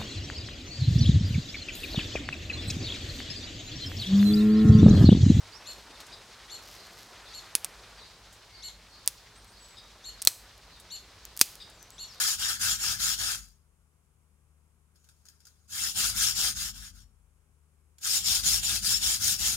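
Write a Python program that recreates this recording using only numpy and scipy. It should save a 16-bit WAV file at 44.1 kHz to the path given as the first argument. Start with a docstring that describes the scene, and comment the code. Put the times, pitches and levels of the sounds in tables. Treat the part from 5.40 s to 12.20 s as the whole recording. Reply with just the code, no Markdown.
"""A forest beside a river: water hushes, dry leaves stir, far birds whistle and twitter, and a two-voiced
bird starts repeating its call. Close up, fingers scuff on bark; just after two seconds a dry twig snaps
in a double crack, then the river recedes. Three more snaps follow, single fibres ticking in the bent
wood before each. The cracks bounce off the ground and fade among the trees; the last and loudest ones
overload the input, and the birds sing on."""
import sys
import numpy as np
from scipy import signal
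from scipy.fft import rfft, irfft, next_fast_len
from scipy.io import wavfile
from scipy.ndimage import uniform_filter1d

SR = 44100
rng = np.random.default_rng(int(sys.argv[2]) if len(sys.argv) > 2 else 0)


def wav_record(signal):
    """Record a signal, one row per channel, as 16-bit PCM in the file named by sys.argv[1]."""
    frames = np.transpose(np.atleast_2d(signal))
    bounded = np.clip(frames, -1, 1)
    # unit amplitude maps onto the largest positive 16-bit level
    quanta = np.round(bounded * 32767).astype(np.int16)
    wavfile.write(sys.argv[1], SR, quanta)


N = 299880
TIME = np.arange(N) / SR
CUTOFF_HZ = 16100

# stereo width of the open forest: (frequency [Hz], relative side level [dB])
WIDTH_EQ = [(100, -37.5), (300, -34.5), (700, -18.5), (1400, -27.5), (2400, -12.5), (4400, -13.5),
            (8000, -12), (15000, -25)]
# tone of the river, dry leaves, far bird chorus and distant drone: (frequency [Hz], gain [dB])
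RIVER_EQ = [(76, -30), (130, -17.5), (190, -7.5), (242, -6), (423, -1.5), (517, -2.5), (1060, -1.5),
            (1490, -2.5), (2460, -5.5), (2890, -6.5), (4220, -5.5), (5480, -8.5), (9780, -18.5),
            (13200, -27.5), (15500, -41)]
LEAF_EQ = [(800, -13.5), (2000, -1.5), (5000, 12.5), (9000, 0), (13000, 3), (16000, -6.5)]
CHORUS_EQ = [(2000, -16), (3200, -8), (4200, -4.5), (5200, -7), (7000, -15), (12000, -29.5)]
DRONE_EQ = [(12, -61.5), (24, -35), (32, -10), (42, -4), (52, 5.5), (62, -5.5), (76, -10), (102, -3),
            (125, -12.5), (200, -13), (400, -39.5)]
# stirs in the leaves: (peak time [s], level [dB])
LEAF_STIRS = [(.32, -59.5), (1.28, -53), (1.42, -67), (1.6, -58), (2.05, -63), (4.21, -64), (6.75, -62)]
# thin whistles: (time [s], length [s], start [Hz], end [Hz], relative level [dB], pan left [dB])
WHISTLE_GLIDES = [(0.116, 0.07, 3900, 5880, -53, -19), (0.17, .2, 2600, 2580, -62, 3),
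                  (3.07, .3, 2157, 2160, -63, 10), (3.949, 0.049, 7400, 9120, -59, 0),
                  (4.058, 0.07, 7360, 9300, -62, 0), (4.177, 0.16, 7850, 7750, -58.5, 3.5),
                  (6.33, 0.043, 7800, 6660, -64, 9), (6.384, 0.071, 6200, 5880, -58, 11),
                  (6.506, 0.06, 8100, 7200, -58.5, 8), (6.666, 0.075, 6100, 4080, -52, 9)]
# tone of the scatter off trunks and leaves: (frequency [Hz], gain [dB])
SCATTER_EQ = [(100, -4), (500, -18), (1500, -1.5), (4000, 0.5), (8000, -0.5), (15000, 0)]
# the near bird's calls, far twitters and a farther bird's chips: (time [s], relative level [dB])
NEAR_CALLS = [(0.255, -43), (1.095, -43), (1.929, -44.5), (3.221, -42), (4.637, -43.5), (5.499, -42),
              (6.579, -41)]
FAR_TWITTERS = [(0.501, -56), (1.347, -53), (1.83, -50.5), (2.559, -51), (3.11, -51.5), (3.481, -54),
                (4.099, -58), (4.75, -52.5), (5.284, -56), (6.71, -54)]
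FAR_CHIPS = [(0.719, -40), (4.369, -41.5), (6.201, -39.5)]
# fingers on bark: (time [s], level [dB], decay [s], centre [Hz])
GRIP_SCUFFS = [(.603, -43.5, 0.014, 2940), (.665, -51, 0.012, 7000), (2.926, -53, 0.023, 6940),
               (5.399, -48, 0.008, 9050), (6.299, -49, 0.0045, 9000)]
# tone of dry wood cracking: (frequency [Hz], gain [dB])
CRACK_EQ = [(100, -16.5), (600, -19.5), (1200, -10.5), (2000, -11), (3400, -4.5), (5500, 0.5), (8000, -1.5),
            (11000, -3), (14000, -4.5), (16500, -11.5)]
# bending modes of the stick: (frequency [Hz], bandwidth [Hz], relative level [dB])
STICK_MODES = [(1800, 270, -6.5), (2575, 220, 2)]
# full breaks:
# (time [s], level [dB], tear decay [s], ring [Hz], relative ring [dB], knock [Hz], relative knock [dB])
SNAPS = [(2.1522, 4, 0.0019, 10460, 2, 340, -23.5), (2.2458, -6.5, 0.0018, 8930, 1, 685, -18),
         (3.6763, 4.5, 0.00038, 9600, -0.5, 800, -17), (4.8730, 14.5, 0.00093, 4260, -3, 502, -20),
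         (6.0130, 15.5, 0.0017, 4810, -7, 281, -20)]
# single fibres giving way in the bent wood: (time [s], relative level [dB], ring [Hz])
FIBRE_TICKS = [(3.661, -23, 13500), (4.046, -35, 9800), (4.8191, -12, 9650), (4.8231, -9.5, 8780),
               (4.8507, -6.5, 8000), (5.179, -36.5, 11100), (5.8526, -19.5, 7300), (5.9662, -22, 10900),
               (5.9747, -13.5, 14300), (5.9931, -11.5, 8600), (5.9998, -16.5, 12900), (6.008, -16, 8800),
               (6.155, -23.5, 11100), (6.428, -28.5, 7800), (6.505, -29, 6840)]


def from_db(db):
    return 10 ** (np.asarray(db) / 20)


def unit_rms(x):
    return x / np.sqrt(np.mean(x ** 2) + 1e-20)


def unit_energy(x):
    return x / np.sqrt(np.sum(x ** 2) + 1e-20)


def tone(hz):
    return np.sin(2 * np.pi * np.cumsum(hz) / SR)


def pan(x, left_db):
    return x * from_db(left_db * np.array([[.5], [-.5]]))


def add(track, s, sound):
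    """Mix a sound into a track at time s."""
    at = max(round(s * SR), 0)
    track[..., at:at + sound.shape[-1]] += sound[..., :max(N - at, 0)]


def equalise(x, curve):
    """Minimum-phase EQ along a curve of (frequency [Hz], gain [dB])."""
    size = 2 * next_fast_len(x.shape[-1])
    hz, db = np.transpose(curve)
    bin_hz = np.fft.rfftfreq(size, 1 / SR) + 1
    log_gain = np.log(from_db(np.interp(np.log(bin_hz), np.log(hz), db)))
    cepstrum = irfft(log_gain)[:size // 2]
    cepstrum[0] /= 2
    return irfft(rfft(x, size) * np.exp(rfft(2 * cepstrum, size)))[..., :x.shape[-1]]


def resonate(x, hz, width_hz):
    """A resonant band-pass with unity gain at its peak."""
    r = np.exp(-np.pi * width_hz / SR)
    feedback = [1, -2 * r * np.cos(2 * np.pi * hz / SR), r * r]
    return signal.lfilter(np.array([1, 0, -1]) * (1 - r * r) / 2, feedback, x)


def drift(t, rate):
    """Random modulation of spread about 1, with `rate` new values a second."""
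    return np.interp(t * rate, np.arange(4096), rng.standard_normal(4096))


def widen(middle, side, side_db):
    """Mid and side to left and right."""
    return middle + from_db(side_db) * side * np.array([[1], [-1]])


def hush(curve, side_db):
    """A steady stereo noise bed of rms 1, widest in the birds' range."""
    middle, side = equalise(rng.standard_normal((2, N)), curve)
    return unit_rms(widen(middle, equalise(side, WIDTH_EQ), side_db))


def river(gurgle_db=2.77, near_db=-52, far_db=-57, recede_at_s=2.68, recede_s=0.19):
    """Deep, middle and bright splashing each flicker on their own; the whole hush recedes."""
    receded = .5 + .5 * np.tanh((TIME - recede_at_s) / recede_s)
    rest, gurgle = hush(RIVER_EQ, side_db=-10.5), 0
    for edge_hz in (400, 800, 1600, 3200, 6400):
        band = signal.sosfiltfilt(signal.butter(2, edge_hz, fs=SR, output="sos"), rest)
        gurgle += band * from_db(gurgle_db * drift(TIME, 55))
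        rest = rest - band
    return from_db(near_db + (far_db - near_db) * receded) * (gurgle + rest)


def leaves(rest_db=-76, clicks_per_s=1500, size_db=4.0, clump_db=3.5, attack_s=0.071, release_s=.12):
    """Dry leaves rub in clumps of tiny clicks; each stir swells quickly and settles."""
    triggers = rng.random(N) < clicks_per_s / SR
    sizes = from_db(size_db * np.minimum(rng.exponential(1, N), 4) + clump_db * drift(TIME, 90))
    clicks = triggers * sizes * rng.choice([-1, 1], N)
    stirring = sum(from_db(db) * np.exp(-np.maximum((s - TIME) / attack_s, (TIME - s) / release_s))
                   for s, db in LEAF_STIRS)
    return (from_db(rest_db) + stirring) * unit_rms(equalise(clicks, LEAF_EQ))


def distance(chorus_db=-62, drone_db=-60):
    """A shimmering blur of far birds over a low distant drone."""
    chorus = from_db(chorus_db + 1.8 * drift(TIME, 10)) * hush(CHORUS_EQ, side_db=12.5)
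    return chorus + from_db(drone_db) * hush(DRONE_EQ, side_db=1)


def whistles(waver=0.0062, arch=.15):
    """Far birds whistle single glides, each bowed upwards by a share of its span."""
    out = np.zeros((2, N))
    for s, length_s, start_hz, end_hz, db, left_db in WHISTLE_GLIDES:
        progress = np.linspace(0, 1, int(length_s * SR))
        span_hz = end_hz - start_hz
        hz = start_hz + span_hz * progress + arch * abs(span_hz) * np.sin(np.pi * progress)
        glide = tone(hz * (1 + waver * drift(progress * length_s, 333)))
        add(out, s, from_db(db) * pan(glide * signal.windows.tukey(len(glide), .5), left_db))
    return out


def forest_reverb(x, t60, side_db, build_up_s=.005):
    """Diffuse scatter off trunks and leaves builds up quickly and dies away."""
    t = np.arange(SR) / SR
    envelope = (1 - np.exp(-(t / build_up_s) ** 2)) * from_db(-60 * t / t60)
    middle, side = equalise(rng.standard_normal((2, SR)), SCATTER_EQ) * envelope
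    tail = widen(unit_energy(middle), unit_energy(side), side_db)
    return signal.fftconvolve(x[None], tail, axes=1)[:, :N]


def bird_note(length_s, scoop_s, scoop_octaves, drop_octaves, drop_s=0.011, sag_per_s=0.763):
    """Pitch ratio and gain of a note that scoops up, sags while held and drops at the end."""
    t = np.arange(int(length_s * SR)) / SR
    scoop = scoop_octaves * np.maximum(1 - t / scoop_s, 0) ** 2
    drop = drop_octaves * np.maximum(1 - (length_s - t) / drop_s, 0)
    bend = 2 ** -(scoop + drop) * (1 - sag_per_s * (t - scoop_s))
    gain = from_db(-18.5 * (scoop + drop))  # weaker off pitch
    return bend, gain * signal.windows.tukey(len(t), .08)


def syrinx(cues, note, low_hz, high_hz, high_db, coupling_db, rasp, end_rasp=.05, wander=.006):
    """Each side sings its own pitch, hoarse at the end; their coupling adds sum and difference tones."""
    bend, gain = note
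    out, t = np.zeros((2, N)), np.arange(len(bend)) / SR
    roughness = rasp + end_rasp * (t / t[-1]) ** 6
    low_cut = signal.butter(2, 2000, "high", fs=SR, output="sos")

    def voice(hz, db, flutter_db=2.5):
        pitch = hz * bend * (1 + roughness * drift(t, 892.8) + wander * drift(t, 70))
        return tone(pitch) * gain * from_db(db + flutter_db * drift(t, 301.8))

    for s, db in cues:
        low, high = voice(low_hz, 0), voice(high_hz, high_db)
        sidebands = signal.sosfilt(low_cut, from_db(coupling_db) * low * (high + 0.28 * low))
        add(out, s, from_db(db) * (pan(low, left_db=2.6) + pan(high + sidebands, left_db=6.5)))
    return out


def twitter(centre_hz=4340, length_s=0.099, swing=0.11):
    """Quick warbles whose pitch darts about."""
    out, t = np.zeros(N), np.arange(int(length_s * SR)) / SR
    for s, db in FAR_TWITTERS:
        warble = tone(centre_hz * (1 + swing * drift(t, 130)))
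        add(out, s, from_db(db) * warble * signal.windows.tukey(len(t), .5))
    return out


def birds():
    """Birdsong carries through the trees: farther birds have longer tails, the twitter is all reverb."""
    call = bird_note(length_s=.071, scoop_s=.026, scoop_octaves=0.53, drop_octaves=0.45)
    chip = bird_note(length_s=0.032, scoop_s=0.0072, scoop_octaves=0.13, drop_octaves=.1)
    near = syrinx(NEAR_CALLS, call, low_hz=4373, high_hz=7310, high_db=-4.5, coupling_db=-5, rasp=.011)
    chips = syrinx(FAR_CHIPS, chip, low_hz=3860, high_hz=4950, high_db=-2.5, coupling_db=-9, rasp=.045)
    far = from_db(-7) * chips + whistles()
    near_tail = from_db(-2.5) * forest_reverb(near.mean(axis=0), t60=0.24, side_db=-4.5)
    far_tail = from_db(-4.5) * forest_reverb(far.mean(axis=0), t60=0.4, side_db=-9.5)
    twitter_wash = forest_reverb(twitter(), t60=0.38, side_db=-4.5)
    return near + near_tail + from_db(-0.5) * far + far_tail + twitter_wash


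def finger_scuffs(width_hz=3600):
    """Short gritty scuffs as the fingers shift their grip on the bark."""
    out, t = np.zeros(N), np.arange(4096) / SR
    for s, db, decay_s, hz in GRIP_SCUFFS:
        grit = unit_rms(resonate(rng.laplace(size=len(t)), hz, width_hz))
        add(out, s, from_db(db) * grit * np.exp(-t / decay_s))
    return out


def fracture(tear_s, ring_hz, ring_db, splinter_db=-19, splinter_s=0.0043):
    """Fibres tear in a sharp burst, splinters follow and the stub rings."""
    t = np.arange(2048) / SR
    envelope = np.exp(-t / tear_s) + from_db(splinter_db) * np.exp(-t / splinter_s)
    burst = fill_dips(rng.standard_normal(len(t)) * envelope)
    crack = unit_energy(equalise(burst, CRACK_EQ))
    return crack + from_db(ring_db) * stub_ring(signal.unit_impulse(len(t)), ring_hz)


def fill_dips(burst, share=0.73):
    """Many fibres at once leave few gaps in the spectrum: level out most of a burst's chance dips."""
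    power = uniform_filter1d(np.abs(rfft(burst)) ** 2, size=9)
    hz = np.fft.rfftfreq(len(burst), 1 / SR) + 1
    return equalise(burst, np.column_stack([hz, -share * 10 * np.log10(power + 1e-12)]))


def stub_ring(release, hz, q=14.2, overtone=1.905, overtone_db=-3):
    """The broken end rings briefly in up to two modes; thin, high-pitched splinters die soonest."""
    modes = [(hz, 0), (hz * overtone, overtone_db)]
    return sum(from_db(db) * unit_energy(resonate(resonate(release, f, f / q), f, 4 * f / q))
               for f, db in modes if f < CUTOFF_HZ)


def twigs(stub_db, stick_db=-20, fibre_cut_hz=2200):
    """At a full break the stick springs back and the hands take a dull knock; single fibres only tick."""
    out, release = np.zeros(N), signal.unit_impulse(2048)
    # neighbouring modes swing in opposite directions
    stick = sum((-1) ** (k + 1) * from_db(db) * unit_energy(resonate(release, hz, width_hz))
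                for k, (hz, width_hz, db) in enumerate(STICK_MODES))
    for s, db, tear_s, ring_hz, ring_db, knock_hz, knock_db in SNAPS:
        crack = fracture(tear_s, ring_hz, ring_db + stub_db)
        knock = from_db(knock_db) * unit_energy(resonate(release, knock_hz, 0.94 * knock_hz))
        add(out, s, from_db(db) * (crack + knock + from_db(stick_db) * stick))
    low_cut = signal.butter(1, fibre_cut_hz, "high", fs=SR, output="sos")
    for s, db, ring_hz in FIBRE_TICKS:
        tick = fracture(tear_s=.00033, ring_hz=ring_hz, ring_db=stub_db - 0.5, splinter_db=-21.5)
        add(out, s, from_db(db) * signal.sosfilt(low_cut, tick))
    return out


def scene(ground_delay_s=0.0061, ground_db=-20):
    """Over the forest bed, the cracks arrive directly, off the ground, and from undergrowth and trunks."""
    scuffs = finger_scuffs()
    direct = twigs(stub_db=-0.5) + scuffs
    send = twigs(stub_db=-12) + scuffs  # summed over all directions, a crack is less coloured
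    bounce = resonate(direct, hz=4006, width_hz=5160)
    ground = from_db(ground_db) * np.interp(TIME - ground_delay_s, TIME, bounce)
    undergrowth = from_db(-17) * forest_reverb(send, t60=0.046, side_db=-77.5)
    trunks = from_db(-23) * forest_reverb(send, t60=0.41, side_db=-42.5)
    return direct + ground + undergrowth + trunks + birds() + distance() + river() + leaves()


def record(dry, ceiling=0.89):
    """The loudest cracks overload the input and soft-clip; a steep low-pass trims the top."""
    clipped = dry / (1 + np.abs(dry / ceiling) ** 6) ** (1 / 6)
    return signal.sosfilt(signal.ellip(8, .2, 70, CUTOFF_HZ, fs=SR, output="sos"), clipped)


dry = scene()
out = record(dry)
wav_record(out)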